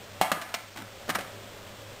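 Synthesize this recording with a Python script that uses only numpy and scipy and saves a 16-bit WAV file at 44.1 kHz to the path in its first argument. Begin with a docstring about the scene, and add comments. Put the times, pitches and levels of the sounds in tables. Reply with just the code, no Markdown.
"""A small room with a low hum: a die drops into a moulded plastic tray, bounces, rolls over its
corners and rattles to rest. Each contact knocks the thin floor and rings the shell; the room answers.
A pocket camera's gain control ducks the loud hits; its coarse, low-rate converter adds a gritty fizz."""
import sys
import numpy as np
from scipy import signal
from scipy.fft import rfft, irfft
from scipy.io import wavfile
from scipy.ndimage import uniform_filter1d, minimum_filter1d

SR = 44100
rng = np.random.default_rng(int(sys.argv[2]) if len(sys.argv) > 2 else 0)


def master_out(mix):
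    """Clip the mix to full scale and print it as 16-bit PCM to the path in sys.argv[1]."""
    frames = np.transpose(np.atleast_2d(mix))
    ceiling = np.clip(frames, -1, 1)
    pcm = np.round(ceiling * 32767).astype(np.int16)
    wavfile.write(sys.argv[1], SR, pcm)


N = 88200


def die():
    """Every contact from first hit to rest. Returns direct sound and spill into the room."""
    # Each row: start in seconds, strength in dB, bass in dB, treble in dB, floor knock in dB,
    # knock pitch in Hz, ring of tray and room in dB.
    contacts = [ (0.2131, -1.5, -2.5, 4, 8, 775, 0), (.2245, -13, -14, 3, -3, 870, 2),
                (0.3169, -1.5, 5, 1.5, 0.5, 725, -3), (0.3202, -12, 9, 1, 2.5, 678, -1),
                (.372, -22, 12, -8.5, -4, 450, 4), (.415, -22, -7, 12.5, -12, 905, -2),
                (.420, -16.5, -5, -1, -4, 1302, 1), (0.432, -24, 3, -2.5, -5, 775, 4),
                (.491, -25.5, -9, 1, -11, 1380, 6), (0.5414, -9, -11, 8.5, -0.5, 684, -5),
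                (0.5459, -12, -12, 7, -4.5, 690, -5), (.760, -18.5, -3.5, -14, -5, 910, -3.5),
                (0.7725, -21, -6, -0.5, -5, 1606, -6), (.779, -25, 4, -1.5, -1.5, 864, -1.5),
                (0.787, -26, 11.5, -1.5, -4.5, 285, -2), (0.802, -29, 11.5, -1.5, -3, 293, -2.5),
                (.821, -24.5, 14, -6.5, -10, 920, -5.5), (1.080, -34, 7.5, 3, 1.5, 618, -6.5),
                (1.0884, -25.5, 2.5, -6, 6, 575, -6), (1.093, -16, 9.5, -2, 0, 705, -4),
                (1.098, -19.5, 9.5, -1, -3.5, 692, -4), (1.0999, -19, 6.5, -4, -1, 1250, -5.5),
                (1.1034, -16, 2, 0.5, -17, 890, -7.5), (1.149, -25.5, 5.5, 5.5, -4, 667, -9),
                (1.152, -17.5, -3, 0, -1.5, 1384, -8), (1.155, -14, 1, -3.5, 0.5, 1315, -8.5),
                (1.158, -21, 0, -4.5, 0, 880, -6), (1.1861, -22.5, 3.5, -3, 0.5, 582, -5.5),
                (1.1891, -24, 4.5, -1.5, -4, 1304, -14.5), (1.202, -28, 8.5, -11, 0.5, 748, -8.5),
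                (1.209, -32, 12, 12, -1.5, 915, -2)]
    push_s, push_db = 0.0013, -9  # a brief sub-bass push under the first hit
    direct, spill = np.zeros((2, N))
    age = np.arange(SR // 10) / SR / push_s
    add(direct, contacts[0][0], -amp(push_db) * (1 - age) * np.exp(-age))
    low_cut = signal.butter(2, 125, "highpass", fs=SR, output="sos")  # each contact loses its bass below about 125 Hz
    for start_s, *blow, ring_db in contacts:
        hit = signal.sosfilt(low_cut, contact(*blow, ring_db))
        add(direct, start_s, hit)
        add(spill, start_s, amp(ring_db) * hit)
    return direct, spill


def contact(strength_db, bass_db, treble_db, knock_db, knock_hz, ring_db):
    """One blow: the floor panel knocks, the shell cracks and rings; two shelves set the tone."""
    knock_t60_s, bass_hz, treble_hz = 0.022, 360, 2630
    t = np.arange(SR // 3) / SR
    knock = amp(knock_db - 5) * decay(t, knock_t60_s) * np.sin(2 * np.pi * knock_hz * t)
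    blow = shell_crack(t) + amp(ring_db) * tray_ring(t) - knock

    def shelves_db(hz):
        return bass_db / (1 + (hz / bass_hz) ** 2) + treble_db * hz ** 2 / (hz ** 2 + treble_hz ** 2)

    return amp(strength_db) * colour(blow, shelves_db)


def shell_crack(t):
    """The shell's many damped modes merge into a short noise burst."""
    # Each row: frequency in Hz, relative spectral density in dB.
    spectrum = [(40, -40.5), (100, -30), (190, 3), (420, -11.5), (700, -5.5), (1400, 2), (2200, -2.5),
                (3500, -5), (4600, -8), (5500, -9.5)]
    burst = sparse_noise(len(t), spacing=4) * decay(t, t60_s=0.044)
    return amp(7) * colour(burst, lambda hz: lookup(spectrum, hz))


def tray_ring(t):
    """The tray's ringing modes: damped sines, with new random phases at each blow."""
    # Each row: frequency in Hz, relative level in dB, T60 in seconds.
    modes = [(160.8, -17, 0.42), (190.5, -13, 0.27), (243.2, -8.5, 0.12), (308, -8.5, 0.061),
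             (670.7, 0, 0.14), (752, -3, .18), (882, -1.5, 0.19), (1004, -9, 0.22), (1050, -6, 0.13),
             (1229, -5, .13), (1379, -14.5, .18), (1513, -6.5, 0.14), (1710, -9.5, 0.26), (2143, -6, 0.12),
             (2340, -8.5, 0.046), (3336, -12.5, 0.032), (4060, -1.5, 0.042)]
    phases = rng.uniform(0, 2 * np.pi, len(modes))
    return amp(-21) * sum(amp(db) * decay(t, t60_s) * np.sin(2 * np.pi * hz * t + phase)
                          for (hz, db, t60_s), phase in zip(modes, phases))


def room(spill):
    """Diffuse reflections, each band dying at its own rate."""
    # Each row: frequency in Hz, relative tail level in dB.
    spectrum = [(60, -19.5), (200, -6), (450, -2.5), (800, -1), (1400, 1.5), (2200, 3), (3500, -1),
                (5500, 0.5)]
    # Each row: frequency in Hz, T60 in seconds.
    decay_times = [(150, .5), (700, 0.52), (1500, 0.6), (3000, .43), (5500, .37)]
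    delay_s = 0.006
    band_hz, t, bands = signal.stft(sparse_noise(SR, spacing=6), SR, nperseg=256)
    t60_s = lookup(decay_times, band_hz)[:, None]
    tail = signal.istft(bands * decay(t, t60_s), SR, nperseg=256)[1]
    tail = colour(tail / np.linalg.norm(tail), lambda hz: lookup(spectrum, hz))
    reflections = np.zeros(N)
    add(reflections, delay_s, amp(-6) * signal.fftconvolve(spill, tail))
    return reflections


def room_noise():
    """Soft noise, wavering slightly in level."""
    # Each row: frequency in Hz, relative spectral density in dB.
    spectrum = [(20, -5), (60, -4.5), (115, 0), (160, -5), (300, -4.5), (440, -3.5), (500, -1.5),
                (560, 5.5), (660, -3.5), (1000, -7), (2000, -10), (2900, -11), (3450, -9), (4000, -16.5),
                (5500, -23.5)]
    level_db, waver_db = -46.5, 0.77
    noise = unit_rms(colour(rng.standard_normal(N), lambda hz: lookup(spectrum, hz)))
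    return noise * amp(level_db + waver_db * drift(rate_hz=6))


def electrical_hum():
    """Three low tones, each wandering in level and pitch."""
    # Each row: frequency in Hz, RMS level in dB.
    tones = [(101, -54), (198, -64.5), (402, -64)]
    waver_db, wander_hz = 3.2, 3
    hum = np.zeros(N)
    for hz, db in tones:
        peak = np.sqrt(2) * amp(db + waver_db * drift(rate_hz=4.8))
        pitch_hz = hz + wander_hz * drift(rate_hz=6.1)
        hum += peak * np.sin(2 * np.pi * np.cumsum(pitch_hz) / SR)
    return hum


def gain_control(x):
    """Limits peaks; a slow stage holds the dip, then recovers."""
    threshold_db, range_db, hold_s, recovery_db_per_s = -13, 9, 0.38, 24
    power_db = 10 * np.log10(abs(uniform_filter1d(x ** 2, size=128)) + 1e-12)
    over_db = np.maximum(power_db - threshold_db, 0)
    capped_db = np.minimum(over_db, range_db)
    span = int(hold_s * SR)
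    held_db = -minimum_filter1d(-capped_db, span, origin=(span - 1) // 2, mode="nearest")  # trailing max
    recovery_db = recovery_db_per_s * np.arange(N) / SR
    dip_db = np.maximum.accumulate(held_db + recovery_db) - recovery_db
    return x * amp(-np.maximum(dip_db, over_db))


def converter(x):
    """Rounds to coarse steps and holds each; the input filter lets some treble fold down."""
    hold_samples, step, input_hz, output_hz = 4, 1 / 128, 5736, 15600
    samples = low_pass(x, input_hz)[::hold_samples]
    rounded = step * np.round(samples / step)
    return low_pass(np.repeat(rounded, hold_samples)[:N], output_hz)


def amp(db):
    """Decibels to gain."""
    return 10 ** (np.asarray(db) / 20)


def decay(t, t60_s):
    """Envelope falling 60 dB in t60_s."""
    return amp(-60 * t / t60_s)


def unit_rms(x):
    """Scales to RMS 1."""
    return x / np.sqrt(np.mean(x ** 2) + 1e-20)


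def lookup(table, hz):
    """Interpolates on a log-frequency axis."""
    table_hz, values = np.transpose(table)
    return np.interp(np.log(hz + 1), np.log(table_hz + 1), values)


def colour(x, db_at):
    """Minimum-phase filter with a gain in dB of db_at(hz)."""
    size = 4096
    hz = abs(np.fft.fftfreq(size, 1 / SR))
    log_gain = np.log(amp(db_at(hz)))
    taps = np.fft.ifft(np.exp(np.conj(signal.hilbert(log_gain)))).real
    return signal.fftconvolve(x, taps[:size // 2])[:len(x)]


def drift(rate_hz):
    """Slow random motion of RMS 1."""
    hz = np.fft.rfftfreq(N, 1 / SR)
    return unit_rms(irfft(rfft(rng.standard_normal(N)) / (1 + (hz / rate_hz) ** 4), N))


def sparse_noise(size, spacing):
    """One tap of random sign and position in every `spacing` samples."""
    taps = np.zeros(size)
    starts = np.arange(0, size - spacing, spacing)
    taps[starts + rng.integers(0, spacing, len(starts))] = rng.choice([-1., 1.], len(starts))
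    return taps


def low_pass(x, hz):
    """Steep FIR low-pass."""
    return signal.fftconvolve(x, signal.firwin(255, hz, window=("kaiser", 8), fs=SR), "same")


def add(mix, start_s, sound):
    """Mixes a sound in at start_s."""
    part = mix[round(start_s * SR):][:len(sound)]
    part += sound[:len(part)]


def scene():
    """Die, reflections, room noise and hum, in mono."""
    direct, spill = die()
    return (direct + room(spill) + room_noise() + electrical_hum())[None]


def record(dry):
    """The camera: gain control, hiss of its electronics, converter."""
    hiss = amp(-51) * rng.standard_normal(N)
    return converter(gain_control(dry[0]) + hiss)[None]


dry = scene()
out = record(dry)
master_out(out)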